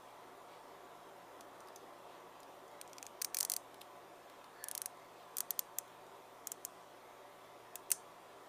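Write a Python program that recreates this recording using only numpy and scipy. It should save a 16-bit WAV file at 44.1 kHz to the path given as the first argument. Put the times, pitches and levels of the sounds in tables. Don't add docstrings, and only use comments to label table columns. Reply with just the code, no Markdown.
import sys
import numpy as np
from scipy import signal
from scipy.fft import rfft, irfft
from scipy.io import wavfile
from scipy.ndimage import uniform_filter1d

SR = 44100
rng = np.random.default_rng(int(sys.argv[2]) if len(sys.argv) > 2 else 0)


def output_pcm(signal):
    pcm = np.clip(np.atleast_2d(signal).T, -1, 1) * 32767
    wavfile.write(sys.argv[1], SR, np.round(pcm).astype(np.int16))


def field_ratio(decibels):
    return 10 ** (np.asarray(decibels, dtype=float) / 20)


N = 373968

# start in seconds, rms level over 3 ms in dB, strongest ring in Hz.
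FEED_SNAPS = [
    (2.8139, -41.5, 8750),
    (2.877, -56.5, 7150),
    (2.932, -49, 5600),
    (2.9831, -45, 5070),
    (3.0276, -41, 6350),
    (3.0663, -43, 6500),
]
ZIP_SNAPS = [
    (3.2166, -34.5, 8910),
    (3.2201, -32, 8950),
    (3.2465, -30, 5960),
    (3.3459, -31, 5940),
    (3.3694, -31, 5940),
]
RUN_SNAPS = [
    (3.3873, -31, 10550),
    (3.404, -35, 8870),
    (3.4078, -26.5, 5530),
    (3.4294, -31.5, 5990),
    (3.45, -31.5, 10400),
    (3.499, -29, 10340),
    (3.5187, -30, 10100),
    (3.5375, -32, 10100),
    (3.5648, -31, 9900),
]
CRAWL_SNAPS = [
    (4.641, -36.5, 10600),
    (4.6852, -36, 9900),
    (4.7133, -36, 9860),
    (4.7511, -35, 9800),
    (4.778, -34, 9820),
    (4.8178, -33.5, 9800),
    (4.859, -33, 10000),
]
CINCH_SNAPS = [
    (5.3693, -34, 12920),
    (5.3841, -32, 10300),
    (5.4055, -29, 13500),
]
DRAW_SNAPS = [
    (5.507, -27.5, 11900),
    (5.5926, -26, 12700),
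]
TUG_SNAPS = [
    (5.786, -29, 6240),
]
SNUG_SNAPS = [
    (6.4718, -34.5, 7040),
    (6.5185, -35, 7540),
    (6.6505, -34, 7540),
]
STRAIN_SNAPS = [
    (7.7563, -37.5, 7600),
    (7.9043, -37, 9300),
]
LOCK_SNAPS = [
    (7.9166, -23, 8970),
]

# centre in Hz, width in Hz.
HEAD_MODES = [(1150, 700), (1800, 790), (2450, 450), (3300, 800), (4550, 870), (6000, 1080), (7300, 1640),
              (8800, 1400), (10400, 1700), (12000, 1540), (13300, 1950), (15000, 1630)]
# level in dB, lowest mode first.
SLACK_HOLD = (-14, -6, -1, -4.5, -1.5, -2, -4, -4, -16, -12, -14, -12)
PINCHED_HOLD = (-21, -12, -7, -18, -3, 0.5, -21, -2, -5.5, -10, -11, -1)
FIRM_HOLD = (-18, -15.5, -17, -14.5, -3.5, -2.5, -4.5, -3.5, -1, -10, -7, -5)
COVERED_HOLD = (-20, -16.5, -15, -13, -10, -7.5, -9, -14, -1, -12, -11, -7)
TAUT_HOLD = (-12, -17, -18, -13.5, -9, -4.5, -2, -10, -4, -2, -5, -4)
BOWED_HOLD = (-10, -12, -10, -8.5, -2.5, -8, 1, -8, -17, 2, 1, -2)
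TILTED_HOLD = (-13, -15, -13, -10.5, -35, 3, 1, -22, -3, -0.5, 0, 0)
TURNED_HOLD = (-14, -16, -16, -14, -20, -10, -1.5, -13, -8, -4, -6, -4)
STRETCHED_HOLD = (-15, -14, -4, -9, -22, -10, -9, -11, -0.5, -5, -1, -3)
LOCKED_HOLD = (-11, -7, 1.5, -14, -5, 0, -3, 5.5, -1, -3, 5, 3)
# chatter in dB, chatter t60 in seconds, ring share in dB, room in dB, mode pitch factor.
PULL_FEEL = [
    (-14, 0.0083, -1, -26.5, 0.986),
    (-3, 0.0076, -25, -23, 0.984),
    (-5, 0.0045, -10, -24.5, 1),
    (8, .0026, -13, -26, 0.951),
    (-12, 0.0037, -12, -26.5, 0.996),
    (-8, 0.0037, -3, -27, 0.995),
    (-13, 0.0015, -36, -28.5, 1.05),
    (-8, .0037, -8, -24.5, 0.985),
    (-1, 0.0033, -6.5, -22, 1.08),
    (-13, .002, -4, -16.5, 1.035),
]

# frequency in Hz, level in dB.
DIFFUSE_COLOUR = [(600, -40), (1500, -15), (4700, -12), (6200, -1), (7300, -3), (9200, 0), (11000, -8),
                  (15000, -9), (15300, -45)]
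# frequency in Hz, t60 in seconds.
ROOM_T60 = [(1000, .1), (3500, .13), (6000, .23), (8000, .21), (9500, .23), (11500, .13), (15000, .11)]

# start in seconds, peak in dB, ring in Hz.
FINGER_TICKS = [(1.0894, -59, 3190), (1.408, -41.5, 6350), (1.409, -46, 2800), (1.604, -46.5, 7000),
                (1.673, -51, 5540), (1.684, -48, 4300), (1.7594, -40.5, 6200), (2.4023, -46.5, 6950),
                (2.4309, -45, 4700), (2.6794, -54, 5520), (2.714, -54, 3440), (2.896, -52, 4500),
                (2.9674, -55, 5170), (3.04, -54, 3130), (3.0534, -50, 6200), (3.743, -43, 3340),
                (3.81, -46, 3530), (3.8145, -37, 3240), (3.9629, -56, 9500), (4.298, -49.5, 3280),
                (4.442, -48.5, 4270), (4.971, -59, 9000), (5.8785, -52, 3360), (6.066, -58, 6200),
                (6.165, -58, 8300)]
# start in seconds, length in seconds, centre in Hz, width in Hz, level in dB.
SOFT_RUBS = [
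    (0.446, .18, 3000, 3000, -67),
    (2.013, 0.22, 2780, 2500, -67),
    (3.398, 0.078, 800, 400, -52),
    (4.5, 0.28, 1740, 60, -59.5),
    (4.5, .25, 4450, 120, -71),
    (5.097, 0.21, 3500, 3000, -70),
]

# frequency in Hz, density in dB per Hz.
HOUSING_HUM = [(12, -66), (20, -63), (54, -21.5), (91, -26.5), (113, -28.5), (246, -9.5), (270, -12),
               (394, 1.5), (424, -14), (455, -1), (536, -4.5), (576, -2), (826, -3), (1140, -5.5),
               (1500, -12), (1950, -54), (3300, -120)]
# time in seconds, level in dB.
HUM_SWELL = [(0.0, -58), (0.23, -59), (0.59, -57.5), (0.99, -58), (1.65, -56.5), (2.55, -58.5), (3.0, -58),
             (4.37, -59.5), (4.67, -59), (7.39, -60), (8.48, -59)]
# frequency in Hz, density in dB per Hz.
FAN_AIR = [(760, -42.5), (1300, 1), (1430, -7.5), (1650, -1), (1830, -3), (1960, -3), (2930, -9),
           (3320, -6.5), (4470, -13.5), (15200, -19)]
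# frequency in Hz, width in Hz, level in dB.
BLADE_WHISTLES = [(171.6, 5.6, -79.5), (278.4, 9, -77), (463.2, 11, -77), (581, 12.5, -68.5),
                  (712, 28, -66), (904, 18, -70.5), (976, 9.5, -76.5), (1013, 18, -68)]
# frequency in Hz, rms level in dB.
MOTOR_TONES = [(118.4, -80), (398.4, -75.5), (1141, -71.5)]

EDGE_HZ, TOP_HZ, NOTCH_HZ, SHELF_DB = 15270, 16550, 7900, -19
TOOTH_SCATTER_DB = 1.5
BENCH_ECHO_S, BENCH_ECHO_DB = 0.00148, -20.5
RATTLE_BELOW_ROOM_DB, RATTLE_T60_S = 2.5, 0.024
TICK_T60_S, TICK_BRIGHT, TICK_TOP_HZ = 0.016, 0.54, 9750
AIR_DB = -65


def pull(rows, grip, feel, alike=0.76, build_s=0.00028):
    chatter_db, chatter_t60, ring_db, room_db, pitch = feel
    t = np.arange(1500) / SR - build_s
    decay_db = chatter_db - 60 * t / chatter_t60
    build_db = chatter_db + 12 * t / build_s
    shape = np.where(t > 0, field_ratio(decay_db), field_ratio(build_db))
    rattle_shape = field_ratio(room_db - RATTLE_BELOW_ROOM_DB - 60 * t / RATTLE_T60_S) * (t > 0.0006)
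    bins = np.fft.rfftfreq(2048, 1 / SR)
    wide = causal(bins, read(DIFFUSE_COLOUR, bins))
    wide = wide / np.linalg.norm(wide)
    common = rng.standard_normal(len(t))
    direct, around = np.zeros(N), np.zeros(N)
    for s, level_db, ring_hz in rows:
        own, rattle = rng.standard_normal((2, len(t)))
        crack = shape * (alike * common + np.sqrt(max(1 - alike ** 2, 0)) * own)
        crack[np.argmin(abs(t))] += 1
        crack = whitened(crack)
        modes_db = grip + TOOTH_SCATTER_DB * rng.standard_normal(len(HEAD_MODES))
        body = causal(bins, head_colour(bins, modes_db, pitch))
        snap = evened(np.convolve(crack, body)[:len(t)])
        snap = snap + field_ratio(ring_db) * evened(resonate(np.diff(crack, prepend=0), ring_hz, 600.0))
        snap = field_ratio(level_db) * np.sqrt(0.003 * SR) * snap / np.linalg.norm(snap)
        strength = np.linalg.norm(snap)
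        rattling = np.convolve(rattle_shape * rattle, wide)[:len(t)]
        add(direct, s - 0.0001, snap + strength * rattling)
        add(around, s, strength * wide)
    direct = signal.lfilter(*signal.butter(2, 500, "high", fs=SR), direct)
    bench = field_ratio(BENCH_ECHO_DB) * np.roll(direct, round(BENCH_ECHO_S * SR))
    return direct + bench + field_ratio(room_db) * room(around)


def head_colour(hz, modes_db, pitch):
    centre, width = np.transpose(HEAD_MODES)[:, :, None]
    flanks = (1 + (2 * (hz - pitch * centre) / width) ** 2) ** 2.2
    power = field_ratio(2 * modes_db)[:, None] / flanks
    low_cut = 1 + (1020.0 / (hz + 1)) ** 12
    return 10 * np.log10(power.sum(0) / low_cut)


def whitened(x):
    z = rfft(x, 4096)
    colour = np.sqrt(uniform_filter1d(abs(z) ** 2, size=70))
    return irfft(z / colour)[:len(x)]


def causal(hz, level_db):
    half = np.log(field_ratio(np.maximum(level_db, -70)))
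    whole = np.r_[half, half[-2:0:-1]]
    phase = signal.hilbert(whole).imag[:len(hz)]
    return irfft(np.exp(half - 1j * phase))[:900]


def resonate(x, hz, width):
    r = np.exp(-np.pi * width / SR)
    return signal.lfilter([1 - r], [1, -2 * r * np.cos(2 * np.pi * hz / SR), r * r], x)


def evened(x):
    return x / np.sqrt(np.mean(x ** 2) + 1e-20)


def read(points, hz):
    f, value = np.transpose(points)
    return np.interp(np.log(hz + 1), np.log(f + 1), value)


def add(mix, s, sound):
    part = mix[round(s * SR):][:len(sound)]
    part += sound[:len(part)]


def room(x):
    taps = np.zeros(SR // 2)
    at = np.arange(180, len(taps) - 8, 8)
    taps[at + rng.integers(0, 8, len(at))] = rng.choice([-1., 1.], len(at))
    hz, t, z = signal.stft(taps, SR, nperseg=128)
    decay = field_ratio(-60 * t / read(ROOM_T60, hz)[:, None])
    tail = signal.istft(z * decay, SR, nperseg=128)[1]
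    return signal.fftconvolve(x, tail / np.linalg.norm(tail))[:N]


def handling():
    out, t = np.zeros(N), np.arange(1200) / SR
    for s, peak_db, hz in FINGER_TICKS:
        noise = np.convolve(rng.standard_normal(len(t) + 2), [1, 0, -1], "valid")
        crack = noise * field_ratio(-60 * t / TICK_T60_S)
        tick = evened(resonate(crack, hz, 1600.0))
        tick = tick + TICK_BRIGHT * evened(resonate(crack, TICK_TOP_HZ, 5000.0))
        add(out, s + 0.00065, field_ratio(peak_db) * tick / abs(tick).max())
    out = out + field_ratio(-14.5) * room(out)
    for s, length, hz, width, db in SOFT_RUBS:
        noise = rng.standard_normal(round(length * SR))
        noise = np.diff(resonate(noise, hz, 4000.0))
        rub = evened(resonate(noise, hz, width))
        add(out, s, field_ratio(db) * rub * np.hanning(len(rub)))
    return out


def fans():
    s, swell_db = np.transpose(HUM_SWELL)
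    swell = field_ratio(np.interp(np.arange(N) / SR, s, swell_db))
    out = swell * wash(HOUSING_HUM, patchy_db=0.9)
    out += field_ratio(AIR_DB) * wash(FAN_AIR, patchy_db=1.93)
    for hz, width, db in BLADE_WHISTLES:
        out += field_ratio(db) * evened(resonate(rng.standard_normal(N), hz, width))
    for hz, db in MOTOR_TONES:
        turns = np.cumsum(hz * (1 + 0.00156 * wander(3.0))) / SR
        level = np.sqrt(2) * field_ratio(db + 0.86 * wander(9.8))
        out += level * np.sin(2 * np.pi * turns)
    return out


def wash(points, patchy_db):
    hz = np.fft.rfftfreq(4096, 1 / SR)
    a, b, patches = rng.standard_normal((N // 1024 + 5, 2049, 3)).T
    patches = uniform_filter1d(patches, size=20, axis=0)
    patches = evened(uniform_filter1d(patches, size=4, axis=1))
    level = field_ratio(read(points, hz)[:, None] + patchy_db * patches)
    z = (a + 1j * b) * level * (hz < EDGE_HZ)[:, None]
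    return evened(signal.istft(z, nperseg=4096, noverlap=3072)[1][:N])


def wander(hz):
    t = np.arange(0, N + 256, 256) / SR
    slow = np.zeros(len(t))
    for f in np.geomspace(hz / 20, hz, 20):
        slow += np.sin(2 * np.pi * (f * t + rng.random())) / np.sqrt(f)
    return np.interp(np.arange(N) / SR, t, evened(slow))


def scene():
    pulls = (FEED_SNAPS, ZIP_SNAPS, RUN_SNAPS, CRAWL_SNAPS, CINCH_SNAPS,
             DRAW_SNAPS, TUG_SNAPS, SNUG_SNAPS, STRAIN_SNAPS, LOCK_SNAPS)
    holds = (SLACK_HOLD, PINCHED_HOLD, FIRM_HOLD, COVERED_HOLD, TAUT_HOLD,
             BOWED_HOLD, TILTED_HOLD, TURNED_HOLD, STRETCHED_HOLD, LOCKED_HOLD)
    mix = handling() + fans()
    for rows, hold, feel in zip(pulls, holds, PULL_FEEL):
        mix += pull(rows, np.array(hold), feel)
    return mix[None]


def roll_off(x):
    return signal.sosfilt(signal.butter(12, 16520, fs=SR, output="sos"), x)


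def record(dry):
    notched = signal.lfilter(*signal.iirnotch(NOTCH_HZ, 70.0, SR), dry)
    edge = signal.ellip(10, 0.5, 45, EDGE_HZ, fs=SR, output="sos")
    fade = np.cos(np.linspace(0, np.pi / 2, 181)) ** 0.7
    ring = signal.sosfilt(edge, signal.unit_impulse(181)) * fade
    shelf = signal.firwin(361, [EDGE_HZ + 200, TOP_HZ], pass_zero=False, window=("kaiser", 8), fs=SR)
    backwards = np.r_[ring[::-1], 0 * ring[1:]]
    kernel = backwards + field_ratio(SHELF_DB) * shelf
    mix = signal.oaconvolve(notched, kernel[None], "same")
    return roll_off(mix)


dry = scene()
out = record(dry)
output_pcm(out)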